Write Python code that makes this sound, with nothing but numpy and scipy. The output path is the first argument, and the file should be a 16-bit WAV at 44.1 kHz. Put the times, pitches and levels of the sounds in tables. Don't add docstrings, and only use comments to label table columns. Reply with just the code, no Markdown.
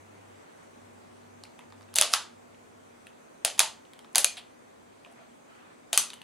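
import sys
import numpy as np
from scipy import signal
from scipy.fft import rfft, irfft, next_fast_len
from scipy.io import wavfile
from scipy.ndimage import uniform_filter1d, map_coordinates

SR = 44100
rng = np.random.default_rng(int(sys.argv[2]) if len(sys.argv) > 2 else 0)


def put_to_file(sound):
    columns = np.atleast_2d(sound).T
    safe = np.clip(columns, -1, 1)
    whole_steps = np.round(safe * 32767)
    wavfile.write(sys.argv[1], SR, whole_steps.astype(np.int16))


def rack_gain(trim_db):
    fader = np.asarray(trim_db, float)
    return 10 ** (fader / 20)


N = 275007

# pitch in Hz, width in Hz, level in dB.
SLIDE_MODES = [(2100, 910, -2), (2450, 440, 5), (3550, 1300, 1.5), (4200, 130, 8), (4820, 870, 0.5)]
# pitch in Hz, width in Hz, level in dB.
THIN_MODES = [(6200, 500, -3.5), (7830, 1000, -0.5), (9700, 620, 0), (11100, 700, 1.5), (12040, 6900, -7.5)]
# frequency in Hz, level in dB.
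ECHO_TONE = [(300, 5), (1000, -3), (3000, -4), (7000, -6), (9800, -6.5), (11500, -8.5), (12800, -5),
             (14200, -27), (16000, -39.5)]
# frequency in Hz, side against middle in dB.
ECHO_WIDTH = [(300, -19), (1000, -21.5), (2500, -13), (6000, -7.5), (12000, 2.5)]


def unit(x):
    return x / np.sqrt(np.mean(x ** 2) + 1e-20)


def peak(x, db):
    return rack_gain(db) * x / np.abs(x).max()


def along(points, hz):
    f, v = np.transpose(points)
    return np.interp(np.log(hz + 1), np.log(f + 1), v)


def filtered(x, response):
    n = x.shape[-1]
    m = next_fast_len(n + 8192)
    return irfft(rfft(x, m) * response(np.fft.rfftfreq(m, 1 / SR)), m)[..., :n]


def left_right(pair, side):
    middle = pair[0]
    across = filtered(pair[1], lambda hz: rack_gain(along(side, hz)))
    return np.array([middle + across, middle - across])


def spells(rows, fade_s):
    t = np.arange(N) / SR
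    gains = []
    for start, stop, db in rows:
        outside_s = np.maximum(np.maximum(start - t, t - stop), 0)
        gains.append(rack_gain(db - 20 * outside_s / fade_s))
    return np.max(gains, axis=0)


def rush(spectrum, patchy_db):
    # frequency in Hz, side against middle in dB.
    noise_width = [(60, -10.5), (120, -8.5), (240, -0.5), (480, 5.5), (950, 4), (1890, 0.5), (3770, -1.5),
                   (7520, -1.5), (15000, 7.5)]
    z = signal.stft(rng.standard_normal((2, N)), nperseg=512)[2]
    field = uniform_filter1d(rng.standard_normal(z.shape[1:]), size=6, axis=0)
    field = uniform_filter1d(field, size=14, axis=1)
    pair = signal.istft(z * rack_gain(patchy_db * unit(field)), nperseg=512)[1][:, :N]
    pair = filtered(pair, lambda hz: rack_gain(along(spectrum, hz)))
    return left_right(pair / np.std(pair[0]), noise_width)


def air():
    # time in seconds, level in dB.
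    air_level = [(0, -60.5), (.9, -60.5), (2, -61.5), (3.5, -61.5), (5, -62.5), (6.24, -62)]
    # frequency in Hz, density in dB per Hz.
    air_colour = [(12, -52.5), (20, -29.5), (100, -11.5), (201, -7), (232, -3), (325, -6.5), (361, -6),
                  (464, -7.5), (1050, -12), (1630, -19), (3000, -26), (3900, -48.5), (6600, -120)]
    hiss_colour = [(710, -30), (1200, -11.5), (1350, -5.5), (1680, -8.5), (1830, -7.5), (2560, -8.5),
                   (2790, -15), (3290, -11), (4910, -15.5), (5350, -17), (6300, -11.5), (7170, -15),
                   (7910, -12), (14400, -30), (16000, -29.5)]
    cloth_colour = [(300, -28), (700, 1), (1200, 2.5), (2200, -1), (3500, -7.5), (6000, -20.5),
                    (12000, -33.5)]
    # start in seconds, stop in seconds, level in dB.
    rustles = [
        (.13, .65, -67.5),
        (1.62, 1.63, -66),
        (5.085, 5.1, -65),
        (5.18, 5.24, -62),
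        (5.5, 5.72, -63),
    ]
    air_db = np.interp(np.arange(N) / SR, *np.transpose(air_level))
    hiss_db = -68.5 + 0.8 * (air_db - air_db.mean())
    low = rack_gain(air_db + 2.5) * rush(air_colour, patchy_db=0.0)
    hiss = rack_gain(hiss_db + 2.5) * rush(hiss_colour, patchy_db=1.54)
    rustle = spells(rustles, fade_s=.08) * rush(cloth_colour, patchy_db=2.5)
    return low + hiss + rustle


def appliance():
    # pitch in Hz, width in Hz.
    tones = [(99, 5.8), (239, 5)]
    # start in seconds, stop in seconds, level in dB.
    drone = [(0, 0.377, -62.5), (.6, .75, -68), (.82, 1.458, -62), (1.713, 1.95, -61.5), (2.2, 3.05, -69.5),
             (3.349, 3.8, -75.5), (4.25, 5.1, -73.5), (5.6, 5.75, -75)]
    whine = [(.72, 1.488, -58.5), (1.596, 1.945, -60), (2.219, 3.301, -64), (4.02, 5.9, -65.5),
             (6.072, 6.24, -62.5)]
    t = np.arange(N) / SR
    out = np.zeros((2, N))
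    for rows, (hz, width), lead in zip([drone, whine], tones, [.15, .8]):
        wander = rng.standard_normal((2, 48))
        drift, sway = (map_coordinates(knots, [t * width]) for knots in wander)
        phase = 2 * np.pi * hz * t + 0.45 * drift + lead * np.array([[1], [-1]])
        out += spells(rows, fade_s=0.11) * rack_gain(1 + 1.5 * sway) * np.sin(phase)
    return out


def body(modes):
    def response(f):
        total = 0
        for k, (hz, width, db) in enumerate(modes):
            total = total + (-1) ** k * rack_gain(db) * 1j * f * width / (hz * hz - f * f + 1j * f * width)
        return total
    return response


def frame(pitch_hz):
    # multiple of the pitch, width in pitches, level in dB.
    frame_modes = [(1, 0.19, 3), (1.4, 0.18, -0.5), (2, 0.59, -11)]
    modes = body([(k * pitch_hz, w * pitch_hz, db) for k, w, db in frame_modes])
    return lambda f: modes(f) * (1j * f / (400 + 1j * f)) ** 2


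def room(x):
    # frequency in Hz, t60 in seconds.
    decay = [(300, 0.22), (1000, 0.33), (3000, 0.29), (8000, 0.25), (13000, 0.17)]
    n = SR // 3
    hz, t, z = signal.stft(rng.standard_normal((2, n)), SR, nperseg=256)
    t60 = np.maximum(along(decay, hz), .05)
    fade_db = along(ECHO_TONE, hz)[:, None] - 60 * t / t60[:, None]
    tail = signal.istft(z * rack_gain(fade_db), SR, nperseg=256)[1][:, :n]
    tail *= 1 - np.exp(-(np.arange(n) / SR / 0.0027) ** 2)
    tail = left_right(tail / np.linalg.norm(tail[0]), ECHO_WIDTH)
    return signal.fftconvolve(x[None], tail, axes=1)


def add(out, s, x, spread, room_db):
    # pitch in Hz, width in Hz, level in dB.
    grille = [(9750, 2800, 0)]
    at = round(s * SR)
    echo = rack_gain(room_db) * room(spread)
    front = filtered(x, lambda hz: (1 + body(grille)(hz)) / (1 + 1j * hz / 17000) ** 4)
    across = rack_gain(-13.0) * rng.permutation([-1, 1])[0] * np.roll(front, 3)
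    echo[:, :len(x)] += left_right([front, across], ECHO_WIDTH)
    out[:, at:at + echo.shape[1]] += echo[:, :out.shape[1] - at]


def chatter(t60, impact_db):
    t = np.arange(SR // 16) / SR
    burst = rack_gain(-60 * t / max(t60, .001)) * (1 - np.exp(-t / 0.00035))
    force = burst * rng.standard_normal(len(t))
    force[SR // 2000] += rack_gain(impact_db) * np.linalg.norm(force)
    return force


def contact(out, s, parts, t60, impact_db, room_db):
    force = chatter(t60, impact_db)
    click = signal.unit_impulse(SR // 16)
    near = [peak(filtered(force, part), db) for part, db in parts]
    spread = [np.std(x) * unit(filtered(click, part)) for x, (part, db) in zip(near, parts)]
    add(out, s, sum(near), sum(spread), room_db)


def rattle(first_s, gap_s, count, db, ends_db, hz, thin_db):
    rows = []
    for k, u in enumerate(np.linspace(-.4, 1.2, count)):
        rows.append((first_s + k * gap_s, db + ends_db * u ** 2, hz * rack_gain(rng.normal(0, .8)), thin_db))
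    return rows


def ticks():
    # time in seconds, peak in dB, pitch in Hz, share of the thin parts in dB.
    levers = [(1.4366, -29.5, 4200, -8.5), (1.452, -42.5, 2180, -7), (1.608, -49, 2100, -15),
              (1.82, -52.5, 3980, 0), (1.828, -49, 3780, -11), (1.9335, -47, 2959, -14.5),
              (2.5456, -48.5, 2464, -20), (3.0684, -35, 2660, -6), (3.852, -44.5, 2870, -21),
              (3.934, -38, 3160, -4.5), (3.9908, -37.5, 3090, -3), (5.0479, -38.5, 2470, -21.5),
              (6.1025, -27, 3450, -6), (6.133, -29.5, 2920, -8), (6.139, -38, 3000, 6.5),
              (4.13, -61.5, 4370, 14), (6.2163, -32, 2787, -10)]
    taps = [(1.5913, -41, 2570, -4), (1.703, -52, 4300, -3), (1.723, -44, 3500, -16),
            (1.8093, -47.5, 3400, -12), (1.888, -52.5, 2600, -15), (4.0457, -44.5, 3600, -20.5),
            (4.092, -59, 2950, -7.5), (5.061, -49.5, 2500, -19)]
    # pitch in Hz, share in dB.
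    nudges = [
        (900, -15),
        (900, 2),
        (674, -17),
        (649, -5),
    ]
    settle = rattle(4.3697, gap_s=.0041, count=8, db=-29, ends_db=-9, hz=3050, thin_db=-8)
    buzz = rattle(5.115, gap_s=.0095, count=3, db=-58, ends_db=-4, hz=3080, thin_db=8)
    out = np.zeros((2, N))
    for rows, (frame_hz, frame_db) in zip([levers, taps, settle, buzz], nudges):
        for s, db, hz, thin_db in rows:
            ring = body([(hz, 0.13 * hz, 0), (1.45 * hz, .5 * hz, -10), (0.7 * hz, 0.16 * hz, -9)])
            parts = [(ring, db), (frame(frame_hz), db + frame_db), (body(THIN_MODES), db + thin_db)]
            contact(out, s, parts, t60=.01, impact_db=0.5, room_db=-9)
    return out


def rings():
    # (time in seconds, peak in dB).
    ringing = [(11300, .055, [(1.958, -31.5), (4.157, -26)]), (9590, .05, [(3.604, -33.5)]),
               (6670, .029, [(5.929, -18.5)]), (6400, .11, [(3.604, -31.5), (4.245, -29.5)]),
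               (6030, 0.092, [(4.157, -30), (5.977, -21.5)]), (4290, .04, [(4.243, -22.5)]),
               (3860, .044, [(5.978, -33)]), (3520, .05, [(1.965, -32), (2.137, -27.5)]),
               (3160, .08, [(3.463, -36), (5.943, -32.5)]), (2420, 0.14, [(4.245, -32)]),
               (878, .11, [(3.603, -34.5)]), (640, .06, [(3.449, -39), (3.604, -35), (1.987, -36)])]
    # time in seconds, peak in dB.
    palm = [(5.062, -49), (5.072, -42.5), (5.085, -59), (5.188, -47), (5.203, -46), (5.215, -46)]
    steel = [(s, hz, db, t60, .001) for hz, t60, hits in ringing for s, db in hits]
    thuds = [(s, 655, db, .05, .004) for s, db in palm]
    out = np.zeros((2, N))
    t = np.arange(SR // 4) / SR
    for s, hz, db, t60, rise_s in steel + thuds:
        blur = map_coordinates(rng.standard_normal(40), [t * 120])
        envelope = rack_gain(db - 60 * t / t60) * (1 - np.exp(-t / rise_s))
        x = envelope * np.sin(2 * np.pi * hz * t + blur)
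        add(out, s, x, x, room_db=-6)
    return out


def rails():
    # start in seconds, stop in seconds, scrape at the start in dB, at the stop in dB.
    travel = [(1.961, 2.01, -33, -42), (2.08, 2.15, -50.5, -32), (3.454, 3.51, -28, -60),
              (3.53, 3.59, -64, -58), (4.16, 4.246, -23, -45.5), (5.932, 5.99, -28.5, -42)]
    bite_s, let_go_s, edge_db = .008, .02, 32.5
    out = np.zeros((2, N))
    for start, stop, start_db, stop_db in travel:
        s = [start - bite_s, start, stop, stop + let_go_s]
        db = [start_db - edge_db, start_db, stop_db, stop_db - edge_db]
        t = np.arange(s[0], s[-1], 1 / SR)
        grains = rng.standard_normal(SR // 4) * rack_gain(rng.normal(0, 4, SR // 4))
        rub = unit(filtered(grains, body(SLIDE_MODES)))
        rub += rack_gain(2.5) * unit(filtered(grains, body(THIN_MODES)))
        rub += rack_gain(-10.5) * unit(filtered(grains, frame(700)))
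        rub = filtered(rub, lambda f: rack_gain(along(ECHO_TONE, f)))[:len(t)]
        rub = rack_gain(np.interp(t, s, db)) * rub
        add(out, s[0], rub, rub, room_db=-13.0)
    return out


def low_puffs():
    # time in seconds, peak in dB.
    puffs = [(2.0141, -50), (4.245, -51.5), (5.9768, -46)]
    t = np.arange(N) / SR
    return sum(rack_gain(db) * np.exp(-((t - s) / 0.00093) ** 2) for s, db in puffs)


def blows():
    # time in seconds, peak in dB,
    # then the shares of frame, thin parts and room in dB.
    rear_stop = [(1.9852, -7, -22.5, 6, -3), (2.0119, -2.5, -18.5, 3.5, -3.5), (3.4484, -11.5, -14, 4, -2),
                 (3.4774, -25.5, -15, -10, -3), (3.5002, -27, -28.5, -5, 1.5), (4.1811, -8, -23, 6, -0.5),
                 (4.2445, -5, -21, 6, -5.5), (5.9298, -13, -13.5, 5, -0.5)]
    lugs = [(1.9535, -30.5, -15.5, -1.5, -0.5), (1.9573, -15.5, -19, 9, 0), (2.1352, -18, -16, 0, 10),
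            (3.5785, -31, -11.5, -3.5, 9.5), (3.6025, -4, -13, -4.5, -3.5), (4.1486, -17, -20.5, -13, -5.5),
            (4.1565, -7, -14.5, 5, -10.5), (5.9775, -13.5, -17, -2, -2.5)]
    catch = [(1.940, -33.5, -9, 2, -12), (1.9644, -15, -26, 4.5, 1), (2.0219, -6.5, -16, -10, 1.5),
             (2.1322, -20, -10, 3, 4), (2.1368, -4, -4.5, -9, -7), (3.5928, -4, -17.5, 6.5, -2.5),
             (5.9755, -5.5, -15, 7, -1.5)]
    out = np.zeros((2, N))
    for rows, frame_hz in [(rear_stop, 630), (lugs, 870), (catch, 1220)]:
        for s, db, frame_db, thin_db, room_db in rows:
            parts = [(frame(frame_hz), db + frame_db), (body(SLIDE_MODES), db), (body(THIN_MODES), db + thin_db)]
            contact(out, s, parts, t60=.0075, impact_db=-1, room_db=room_db - 5)
    return out


def scene():
    return air() + appliance() + ticks() + rings() + rails() + low_puffs() + blows()


def dull_tails(x):
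    # level in dB, top of the band in Hz.
    tail_top = [(-52.5, 16300), (-46, 12900), (-37, 11700), (-27.5, 12700)]
    hz, t, z = signal.stft(x, SR, nperseg=512)
    power = uniform_filter1d(np.sum(abs(z[0]) ** 2, axis=0), size=3)
    level_db = 10 * np.log10(power + 1e-12)
    rising = np.gradient(level_db) > 1.5
    attack = rising | np.roll(rising, 1)
    edge_hz = np.where(attack, 16300, np.interp(level_db, *np.transpose(tail_top)))
    return signal.istft(z / (1 + (hz[:, None] / edge_hz) ** 60), SR, nperseg=512)[1][:, :N]


def low_pass(x):
    return signal.sosfilt(signal.butter(12, 16470, fs=SR, output="sos"), x)


def record(dry):
    clipped = np.clip(dry, -1, 1)
    return low_pass(dull_tails(clipped))


dry = scene()
out = record(dry)
put_to_file(out)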